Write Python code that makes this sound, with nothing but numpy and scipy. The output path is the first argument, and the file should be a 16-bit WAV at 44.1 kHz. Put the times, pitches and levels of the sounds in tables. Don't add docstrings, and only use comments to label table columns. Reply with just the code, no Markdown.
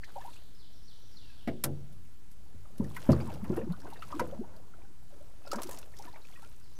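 import sys
import numpy as np
from scipy import signal
from scipy.fft import rfft, irfft
from scipy.io import wavfile
from scipy.ndimage import uniform_filter1d

SR = 44100
rng = np.random.default_rng(int(sys.argv[2]) if len(sys.argv) > 2 else 0)


def generate_wav(signal):
    frames = np.transpose(np.atleast_2d(signal))
    scaled = np.clip(frames, -1, 1) * 32767
    pcm = np.round(scaled).astype(np.int16)
    wavfile.write(sys.argv[1], SR, pcm)


def magnitude_from_level(level_db):
    exponent = np.asarray(level_db, float) / 20
    return 10 ** exponent


N = 299421


def evened(x):
    return x / np.sqrt(np.mean(x ** 2) + 1e-20)


def read(points, hz):
    f, value = np.transpose(points)
    return np.interp(np.log(hz + 1), np.log(f + 1), value)


def add(mix, s, sound):
    part = mix[max(round(s * SR), 0):][:len(sound)]
    part += sound[:len(part)]


def colour(x, gain_db):
    return irfft(rfft(x) * magnitude_from_level(gain_db(np.fft.rfftfreq(len(x), 1 / SR))), len(x))


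def grain_levels(spread_db, most, count):
    return magnitude_from_level(spread_db * np.minimum(rng.exponential(1, count), most))


def stir(index):
    # (time [s], hold [s], gurgle [dB], spray and rustle [dB], hull rumble [dB])
    moves = [(0.157, 0.19, -68.5, -62, -64.5), (1.007, 0.41, -78.5, -75, -78), (1.7, 0.21, -72.5, -78, -54),
             (2.45, 0.33, -72.5, -91, -68), (2.817, 0.076, -60.5, -72, -48),
             (3.006, 0.069, -57.5, -58, -53), (3.183, 0.15, -50, -60.5, -42),
             (3.521, 0.037, -48, -64.5, -42), (3.859, 0.027, -52.5, -65.5, -55),
             (4.071, 0.094, -67, -61, -55), (4.214, 0.083, -52.5, -67, -47.5),
             (4.467, 0.082, -60.5, -90, -59), (4.76, 0.053, -65, -87, -71), (5.148, 0.097, -65.5, -71, -86),
             (5.568, 0.03, -48.5, -62.5, -77), (5.68, 0.08, -58, -57, -59), (6.013, 0.067, -60, -62.5, -63),
             (6.298, 0.16, -70, -63, -65.5), (6.554, 0.26, -78.5, -71.5, -68)]
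    build_db_s, settle_db_s = [130, 71, 121][index], [80, 104, 51.5][index]
    rest_db = [-74.5, -84, -72.5][index]
    t = np.arange(0, N + 200, 100) / SR
    power = magnitude_from_level(2 * rest_db)
    for s, hold_s, *level_db in moves:
        early_s = np.maximum(s - t, 0)
        late_s = np.maximum(t - s - hold_s, 0)
        power = power + magnitude_from_level(2 * (level_db[index] - build_db_s * early_s - settle_db_s * late_s))
    return np.interp(np.arange(N) / SR, t, np.sqrt(power))


def knock(peak_db, boom_db, bright_db, rise_ms, ring=0.8):
    # (frequency [Hz], level [dB])
    strong_modes = [(88, 7), (136, 7.5), (232, 0), (348, 0), (480, -9.5), (580, -1.5), (660, -15),
                    (1050, -23)]
    # (frequency [Hz], t60 [s])
    ring_times = [(60, 0.72), (160, 0.77), (420, 0.64), (1100, 0.13), (2910, 0.16), (7680, 0.037)]
    t, luck = np.arange(SR // 2) / SR, rng.random((3, 78))
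    hz = np.append(np.geomspace(75, 3600, num=70), [f for f, _ in strong_modes])
    hz = hz * (.96 + .08 * luck[0])
    tilt = [(100, boom_db), (200, 1), (550, 0.2 * bright_db + 2.0),
            (1400, bright_db + 12.0), (3600, bright_db - 9.5)]
    db = np.append(np.full(70, -8.), [level for _, level in strong_modes])
    db = db - 7 * luck[1] + read(tilt, hz)
    rise = 1 - np.exp(-(t + 1e-6) * 1000 / rise_ms * hz[:, None] / 300)
    slow = magnitude_from_level(-60 * t / (ring * read(ring_times, hz)[:, None]))
    fall = .7 * slow + .6 * slow ** 2.5
    body = magnitude_from_level(db) @ (rise * fall * np.sin(2 * np.pi * (hz[:, None] * t + luck[2][:, None])))
    body = .5 * body / abs(body).max()
    thud = -np.sin(2 * np.pi * 225 * t) * t / .003 * np.exp(1 - t / .003)
    dent = np.clip(-bright_db / 24 - .1, 0, 1)
    return magnitude_from_level(peak_db) * (body * (1 - dent * np.exp(-(t / .005) ** 2)) + 1.15 * dent * thud)


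def knocks():
    # (time [s], peak [dB], boom [dB], brightness [dB], rise [ms])
    blows = [
        (1.4746, -20, -7, -14.5, 1.9),
        (1.641, -22, 8.5, -7.5, 31),
        (2.544, -38, 25, -10.5, 2.9),
        (2.7994, -21.5, -1.5, -38, 3.3),
        (3.0904, -8, -2.5, -21, 0.73),
        (3.498, -25, -16, -57, 4.5),
        (4.195, -16.5, -20, 2, 0.48),
        (5.531, -30, -39, 24, 1.7),
    ]
    out = np.zeros(N)
    for s, *blow in blows:
        add(out, s, knock(*blow))
    return out


def tick(peak_db, hz, top_db=-40, t60_s=0.14, steep_db=13.5):
    rasp_db = [(3000, -26.5), (7000, -26.5), (11000, -19.5), (14000, -25.0), (16000, -36)]
    t, noise = np.arange(6000) / SR, rng.standard_normal((3, 6000))
    ring = evened(colour(noise[0], lambda f: -steep_db * abs(np.log2((f + 1) / hz))))
    rasp = evened(colour(noise[1], lambda f: read(rasp_db, f)))
    rise = (1 - np.exp(-t / .0011)) ** 2
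    uneven = magnitude_from_level(2.5 * np.clip(evened(uniform_filter1d(noise[2], size=40)), -3, 1.5))
    fall = magnitude_from_level(-60 * t / t60_s) + 0.16 * magnitude_from_level(-60 * t / 0.086)
    return magnitude_from_level(peak_db - 16.0) * (ring + magnitude_from_level(top_db) * rasp) * uneven * rise * fall


def tackle():
    # (time [s], peak [dB], ring [Hz], top band [dB])
    reel_clicks = [(5.4757, -30.5, 4500, -25), (5.516, -16, 5060, -33), (5.532, -20.5, 5960, -22),
                   (5.559, -23.5, 5660, -16), (5.619, -25.5, 3700, 6.5), (5.633, -19, 6000, -1.5),
                   (5.671, -32.5, 4890, -3), (5.6924, -40.5, 3200, 14.5), (5.7115, -27.5, 7800, -2),
                   (5.729, -30, 7000, 0), (5.745, -30, 6350, -17), (5.7862, -28, 6600, -0.5),
                   (5.814, -40, 5630, -3), (5.9674, -36.5, 5100, -6), (5.987, -30.5, 5530, -6),
                   (6.023, -31.5, 5500, -12)]
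    # (time [s], peak [dB], ring [Hz], top band [dB])
    line_ticks = [(0.043, -34, 4080, -29), (0.158, -58, 4110, -24), (0.2114, -46, 3310, -21),
                  (0.334, -40, 3750, -20), (1.4749, -26.5, 1800, -16), (1.6393, -13.5, 5400, 8.5),
                  (1.925, -55, 3150, 10), (2.05, -52, 2920, -18), (2.314, -58, 2520, 14.5),
                  (2.781, -43, 5360, 7.5), (2.8427, -38, 5400, -12), (2.893, -62, 2630, 18.5),
                  (2.946, -41, 3030, 2), (2.9642, -38.5, 2680, 6), (3.035, -45, 3500, 4),
                  (3.1035, -34.5, 2530, -4), (3.1182, -22, 5100, -13), (3.2018, -38, 2440, -7),
                  (3.34, -46.5, 3100, 6), (3.441, -48, 2650, 5.5), (3.564, -49, 2490, 12.5),
                  (3.722, -42.5, 3960, 1), (3.8016, -38.5, 4900, -5), (3.902, -47.5, 2700, 6.5),
                  (3.934, -41, 3860, 0), (4.022, -30.5, 2440, -12), (4.119, -43, 2700, -14),
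                  (4.1952, -23.5, 4560, -2.5), (4.564, -43.5, 4690, -4), (6.4294, -58, 3290, 0)]
    # (time [s], peak [dB], ring [Hz])
    rod_taps = [(0.078, -39.5, 784), (2.658, -48, 740), (2.912, -55, 1060), (3.065, -33, 848),
                (3.13, -28, 1070), (3.165, -39, 837), (3.2, -31.5, 864), (3.282, -42, 945),
                (3.443, -34, 1000), (3.506, -50, 864), (3.57, -30, 760), (3.7, -34.5, 675),
                (3.963, -41, 1450), (4.104, -33, 890), (4.27, -53, 810), (4.324, -51, 853),
                (5.451, -40, 705), (5.585, -30, 1050), (5.792, -50, 931), (5.939, -47, 734),
                (6.158, -35, 870)]
    lead_s, reel_t60_s, tick_cycles = .0015, 0.027, 187
    out = np.zeros(N)
    for s, *click in reel_clicks:
        add(out, s - lead_s, tick(*click, reel_t60_s))
    for s, db, hz, top_db in line_ticks:
        add(out, s - lead_s, tick(db, hz, top_db, tick_cycles / hz))
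    for s, *tap in rod_taps:
        add(out, s - lead_s, tick(*tap))
    return out


def clink(peak_db, hz, t60_ms, spread=0.0904, rise_cycles=1.0, scatter=0.38):
    t, luck = np.arange(int(t60_ms / 1000 * SR) + 9) / SR, rng.random((2, 7, 1))
    mode_hz = hz * (1 + spread * (2 * luck[0] - 1))
    modes = np.sin(2 * np.pi * (mode_hz * t + scatter * luck[1])).sum(0) / 4
    return magnitude_from_level(peak_db - 60000 * t / t60_ms) * (1 - np.exp(-t * hz / rise_cycles)) * modes


def rattle():
    # (time [s], peak [dB], frequency [Hz], t60 [ms])
    small_parts = [(0.033, -42, 1730, 34), (0.037, -43, 2210, 52), (0.043, -52, 5800, 30),
                   (0.044, -48, 4520, 30), (0.158, -53, 4100, 30), (0.212, -58, 3350, 50),
                   (0.33, -54, 2600, 40), (2.966, -36, 2010, 50), (2.971, -41, 1480, 50),
                   (3.103, -51, 2900, 50), (3.13, -38, 4430, 30), (3.131, -30, 1170, 40),
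                   (3.165, -41, 1580, 30), (3.202, -44.5, 2410, 93), (3.299, -46, 2440, 65),
                   (3.122, -40, 1900, 25), (3.21, -49.5, 5060, 60), (3.323, -48, 1440, 69),
                   (3.34, -48, 5200, 30), (3.563, -52, 5350, 25), (3.738, -47, 1300, 70),
                   (3.345, -59, 3050, 35), (3.443, -53, 1900, 69), (3.453, -57, 2680, 40),
                   (3.505, -49, 980, 50), (3.571, -40.5, 1700, 50), (3.59, -49, 2580, 50),
                   (3.614, -47, 1800, 70), (3.616, -53, 2600, 60), (3.701, -50, 1510, 26),
                   (3.723, -46, 3940, 22), (3.803, -53, 4660, 25), (3.817, -52, 5200, 30),
                   (3.82, -52, 1510, 60), (3.867, -46, 1580, 60), (3.901, -52, 2670, 50),
                   (3.934, -51, 3900, 30), (3.959, -51, 1710, 70), (3.972, -55, 3760, 25),
                   (3.994, -51, 4300, 25), (4.078, -51, 1000, 60),
                   (5.463, -49, 5200, 44), (5.508, -47, 4600, 27), (5.585, -35, 1140, 50),
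                  (5.712, -48, 1800, 46), (5.797, -53, 970, 50), (5.938, -48, 2000, 45),
                  (5.966, -56, 3400, 25), (5.974, -46, 5130, 33), (6.04, -49.5, 1304, 57),
                  (6.092, -55, 3900, 30), (6.11, -58, 1900, 40), (6.128, -53, 4430, 34),
                  (6.144, -51, 2300, 28), (6.159, -51, 2080, 30), (6.17, -53, 2520, 30),
                  (6.218, -55, 4200, 120), (6.324, -50, 2180, 30), (6.334, -54, 3170, 87),
                  (6.427, -48, 850, 55), (6.437, -49, 1580, 33), (6.459, -57, 2480, 30),
                  (5.59, -52, 2390, 60), (5.62, -41, 1100, 50), (5.724, -54, 986, 90),
                  (6.03, -53, 1910, 60), (6.375, -52, 1190, 50)]
    # (time [s], peak [dB], frequency [Hz], t60
    # [ms])
    hull_panels = [(1.476, -30.5, 640, 140), (1.484, -30.5, 287, 180), (1.66, -35, 310, 240),
                   (3.091, -21.5, 665, 84), (3.092, -35, 1430, 50), (3.105, -16, 160, 160),
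                   (3.093, -24, 610, 140), (2.8017, -32.5, 190, 220), (4.197, -27, 980, 140),
                   (4.14, -34.5, 270, 210), (5.54, -44, 1500, 150), (4.215, -25.5, 492, 115),
                   (4.323, -46, 650, 440), (4.43, -52, 670, 170), (3.1, -27, 760, 54),
                   (3.277, -45, 1000, 90), (4.68, -59, 980, 60), (4.2, -56, 620, 80), (4.82, -60, 2500, 40),
                   (4.85, -59, 1570, 80), (0.09, -54, 1500, 80), (0.29, -53, 1300, 54),
                   (5.452, -48, 800, 40), (5.471, -42, 600, 40), (3.508, -50, 1420, 40),
                   (2.806, -41, 950, 66), (2.815, -33.5, 390, 170), (2.857, -35.5, 230, 120),
                   (2.846, -50.5, 1800, 50), (3.2, -52, 1400, 25), (2.911, -48, 1050, 41),
                   (1.698, -37, 265, 230), (3.101, -24, 390, 110), (4.198, -38, 2100, 90),
                   (2.655, -52.5, 1250, 40), (3.2, -42, 730, 50), (6.045, -55, 2300, 40),
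                   (6.06, -50, 730, 50), (0.26, -58, 2600, 40), (1.476, -38, 2050, 100)]
    out = np.zeros(N)
    for s, *row in small_parts + hull_panels:
        add(out, s, clink(*row))
    return out


def boat(x, t60_s=0.077, wet_db=-2.0):
    t = np.arange(8000) / SR
    walls = rng.choice([-1., 0, 0, 0, 0, 0, 1.], 8000) * magnitude_from_level(-60 * t / t60_s) * (t > .002)
    return x + magnitude_from_level(wet_db) * signal.oaconvolve(x, walls / np.linalg.norm(walls))[:N]


def scrape(level_db=-6., per_s=700., spread_db=5.):
    # (frequency [Hz], level [dB per Hz])
    plate_colour = [(300, -32), (600, -0.5), (1000, 4), (1700, -5.5), (2600, -14.5), (4000, -28),
                    (8000, -36)]
    slips = (rng.random(N) < per_s / SR) * grain_levels(spread_db, 4, N) * rng.choice([-1., 1.], N)
    spot = rng.integers(0, 4, N // 1500 + 1).repeat(1500)[:N]
    rung = sum(boat(slips * (spot == k), t60_s=0.033, wet_db=2.0) for k in range(4))
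    return evened(colour(rung, lambda f: read(plate_colour, f))) * stir(index=0) * magnitude_from_level(level_db)


def bubble(peak_db, hz, ms, glide):
    u = np.linspace(-1, 1, int(ms * 1.6 * SR / 1000) + 9)
    pitch_hz = hz * glide ** (1.09 * u)
    shape = np.cos(np.pi * u / 2) ** 2 * np.exp(-.3 * u)
    return magnitude_from_level(peak_db + 8.0) * shape * np.sin(2 * np.pi * np.cumsum(pitch_hz) / SR + 6 * rng.random())


def pockets():
    # (time [s], peak [dB], frequency [Hz], length [ms])
    glugs = [(3.434, -41.5, 223, 11.5), (3.46, -53, 260, 20), (3.504, -30.5, 244, 4.5),
             (3.524, -40, 353, 17.7), (3.574, -39.5, 325, 20), (3.586, -39, 474, 13), (3.606, -44, 482, 11),
             (3.622, -51, 510, 23), (3.642, -43.5, 240, 23), (3.672, -40, 300, 9),
             (3.708, -41.5, 175.5, 31), (3.885, -56, 430, 13.8), (4.157, -42.5, 305, 28),
             (4.33, -47, 543, 10), (4.4, -39.5, 249, 20.4), (4.416, -45.5, 372, 9.8),
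             (5.13, -64, 603, 13.2), (5.22, -62, 626, 29), (5.474, -56, 548, 7.6), (5.532, -33, 644, 2.7),
             (5.576, -47, 240, 46), (5.591, -54, 625, 27), (5.655, -50.5, 342, 13.2),
             (5.693, -52.5, 496, 8.7)]
    # (time [s], peak [dB], frequency [Hz], length [ms])
    bubbles = [(0.037, -49.5, 1870, 3.1), (0.164, -48, 876, 13), (0.166, -49, 606, 8.9),
               (0.182, -44.5, 760, 10.6), (0.21, -58.5, 1005, 20), (0.247, -54, 733, 19),
               (0.255, -55.5, 880, 16.5), (0.281, -52, 965, 7.6), (0.369, -64, 2680, 11),
               (2.968, -52, 2030, 9.8), (2.97, -49, 1050, 8), (2.977, -50, 1470, 13.4),
               (3.302, -55, 786, 24), (3.572, -44, 687, 8), (3.734, -56, 1090, 7.5),
               (3.856, -53.5, 1057, 8.7), (3.857, -51, 716, 8.1), (3.929, -50.5, 854, 7.3),
               (4.026, -44, 1300, 3.5), (4.129, -51.5, 657, 9.2), (4.129, -38, 1116, 5.2),
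               (4.438, -60.5, 830, 25), (4.74, -59.5, 1420, 5.6), (5.52, -41.5, 1286, 5.9),
               (5.548, -44.5, 1020, 5.6), (5.548, -50.5, 1395, 13), (5.601, -50.5, 1050, 8.2),
               (6.0, -51, 840, 8.1), (6.14, -60, 870, 11.3), (6.362, -60, 2530, 4.4)]
    # (time [s], peak [dB], frequency [Hz], length [ms])
    drips = [(0.218, -60.5, 1734, 6.7), (2.971, -61.5, 2400, 16), (3.289, -57, 904, 18),
             (3.512, -58.5, 1047, 24), (3.741, -57.5, 1447, 19.5), (4.57, -66, 660, 42),
             (4.845, -74, 800, 42), (5.476, -55.5, 1400, 12), (5.725, -60.5, 1002, 33),
             (6.076, -66, 1760, 11), (6.084, -58.5, 984, 19), (6.148, -65, 2000, 8), (6.16, -62, 2260, 7.2),
             (6.252, -60, 2500, 3.7), (6.366, -63, 1910, 20), (6.381, -63, 1094, 11.5),
             (6.449, -67, 1390, 50)]
    out = np.zeros(N)
    for rows, climb_per_ms in ((glugs, 0.0073), (bubbles, 0.0145), (drips, 0.00158)):
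        for s, db, hz, ms in rows:
            sound = bubble(db, hz, ms, 1 + climb_per_ms * ms)
            add(out, s - len(sound) / 2 / SR, sound)
    return out


def gurgle(per_s=900., spread_db=4.5):
    size_levels = [(250, -2), (700, -2.0), (1200, -12.5), (2800, -48.5)]  # (Hz, dB)
    out = np.zeros(N)
    for hz in np.geomspace(250, 2800, num=30):
        train = 1. * (rng.random(N) < per_s / 30 / SR)
        levels = grain_levels(spread_db, 3, 400)
        train[train > 0] = levels[np.arange(int(train.sum())) % 400]
        grain = bubble(read(size_levels, hz), hz, 2500 / hz + 3, rng.uniform(0.825, 1.326))
        out += signal.oaconvolve(train, grain)[:N]
    steady = out / np.sqrt(uniform_filter1d(out ** 2, size=9000) + 1e-9)
    return steady * stir(index=0) * magnitude_from_level(1.0)


def spray(per_s=450.0, spread_db=3.2):
    # (frequency [Hz], level [dB per Hz])
    spray_colour = [(880, -13), (1500, -11), (2020, -15.5), (2590, -14), (11400, -21), (14800, -24),
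                    (16000, -49)]
    train = (rng.random(N) < per_s / SR) * grain_levels(spread_db, 4, N)
    noise = colour(rng.standard_normal(N), lambda f: read(spray_colour, f))
    z = signal.stft(noise, nperseg=128)[2]
    grains = np.resize(train, z.T.shape).T
    grains = uniform_filter1d(uniform_filter1d(grains, size=15, axis=0), size=2, axis=1)
    crackle = signal.istft(z * (1 + 30 * grains), nperseg=128)[1][:N]
    return evened(crackle) * stir(index=1) * magnitude_from_level(1.0)


def rumble():
    modes_hz = (72.0, 90, 114.0, 153.4, 186.0, 211.0)

    def peaks_db(f):
        power = sum(1 / (1 + ((f - hz) / 12) ** 4) for hz in modes_hz)
        return 10 * np.log10(power + 1e-9) - f / 40

    murmur = colour(rng.standard_normal(N), peaks_db)
    return murmur / np.sqrt(uniform_filter1d(murmur ** 2, size=5000)) * stir(index=2) * magnitude_from_level(-1.5)


def whistle(db, start_hz, end_hz, length_s, bend=.3):
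    u = np.linspace(0, 1, int(length_s * SR))
    pitch_hz = start_hz + (end_hz - start_hz) * ((1 + bend) * u - bend * u ** 2)
    shape = np.sqrt(abs(np.sin(np.pi * u ** 0.44)))
    return magnitude_from_level(db) * shape * np.sin(2 * np.pi * np.cumsum(pitch_hz) / SR)


def thrush(t60_s=1.7, flutter_db=4.5):
    # (time [s], level [dB], start [Hz], end [Hz], length [s])
    grace_notes = [
        (0.273, -68, 3520, 4820, 0.04),
        (0.548, -68, 5400, 4840, 0.018),
        (0.727, -69, 6080, 4870, 0.036),
        (0.827, -70.5, 4900, 6080, 0.036),
        (1.021, -66.5, 6170, 5270, 0.02),
        (1.114, -63.5, 4430, 5660, 0.016),
        (1.375, -68, 3850, 2600, 0.06),
        (6.62, -72, 5540, 3850, 0.055),
        (6.75, -68.5, 6220, 5880, 0.056),
    ]
    # (time [s], level [dB], start [Hz], end [Hz], length [s])
    squeaks = [
        (1.213, -71, 2880, 2420, 0.165),
        (1.265, -75, 1770, 1360, 0.15),
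        (1.32, -74, 4560, 4400, 0.09),
        (3.047, -67, 3250, 2880, 0.055),
        (3.867, -73, 2930, 2450, 0.23),
        (4.395, -72, 1520, 1480, 0.07),
        (5.415, -73, 2570, 2620, 0.14),
    ]
    direct_db, echo_db = -2., 9.
    song, faint = np.zeros((2, N))
    whistles = [(0.019 + k * 0.2845, -68.5 + k * 1.3, 4900, 2900, 0.064) for k in range(5)]
    for s, *note in whistles + grace_notes:
        add(song, s, whistle(*note, bend=.6))
    for s, *note in squeaks:
        add(faint, s, whistle(*note, bend=0.095))
    t = np.arange(SR) / SR
    woods = rng.standard_normal(SR) * magnitude_from_level(-60 * t / t60_s) * (1 - np.exp(-t / 0.00082))
    flutter = magnitude_from_level(flutter_db * evened(uniform_filter1d(rng.standard_normal(N), size=250)) + 1.5)
    direct = (magnitude_from_level(direct_db) * song + magnitude_from_level(-1.0) * faint) * flutter
    echo = signal.oaconvolve(song + magnitude_from_level(-8.0) * faint, woods / np.linalg.norm(woods))[:N]
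    return direct + magnitude_from_level(echo_db) * echo


def hiss(level_db=-55.5):
    # (frequency [Hz], level [dB per Hz])
    hiss_colour = [(15, 5), (40, -2.5), (87, -8.5), (256, -19.5), (500, -30), (800, -33), (1480, -31),
                   (2480, -35.5), (5000, -36), (14000, -39), (15200, -38.5), (16000, -46)]
    hz = np.fft.rfftfreq(1024, 1 / SR)
    a, b, patches = rng.standard_normal((N // 256 + 5, 513, 3)).T
    patches_db = evened(uniform_filter1d(uniform_filter1d(patches, size=10, axis=0), size=10, axis=1))
    z = (a + 1j * b) * magnitude_from_level(read(hiss_colour, hz)[:, None] + patches_db)
    return magnitude_from_level(level_db) * evened(signal.istft(z, nperseg=1024, noverlap=768)[1][:N])


def scene():
    handling = knocks() + tackle() + rattle() + scrape()
    water = boat(pockets()) + gurgle() + spray() + rumble()
    return (handling + water + thrush() + hiss())[None]


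def band_limit(x):
    return signal.sosfilt(signal.butter(12, 15900, fs=SR, output="sos"), x)


def record(dry):
    # (frequency [Hz], threshold against the band's usual level [dB])
    gate_db = [(500, -40), (520, -5), (690, -5), (710, -40), (9000, -30), (10500, -2), (15050, -2),
               (15200, 9), (22050, 30)]
    kept = dry[0]
    for size, high in ((1024, False), (400, True)):
        hz, _, z = signal.stft(kept, SR, nperseg=size)
        level_db = 10 * np.log10(uniform_filter1d(abs(z) ** 2, size=5, axis=0) + 1e-20)
        threshold_db = np.median(level_db, axis=1) + read(gate_db, hz)
        quiet = (level_db < threshold_db[:, None]) & ((hz > 5000) == high)[:, None]
        muted = z / 10 * (hz < 15200)[:, None]
        kept = signal.istft(np.where(quiet, muted, z), SR, nperseg=size)[1][:N]
    offset = -.0187
    return band_limit(kept[None] + offset)


dry = scene()
out = record(dry)
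generate_wav(out)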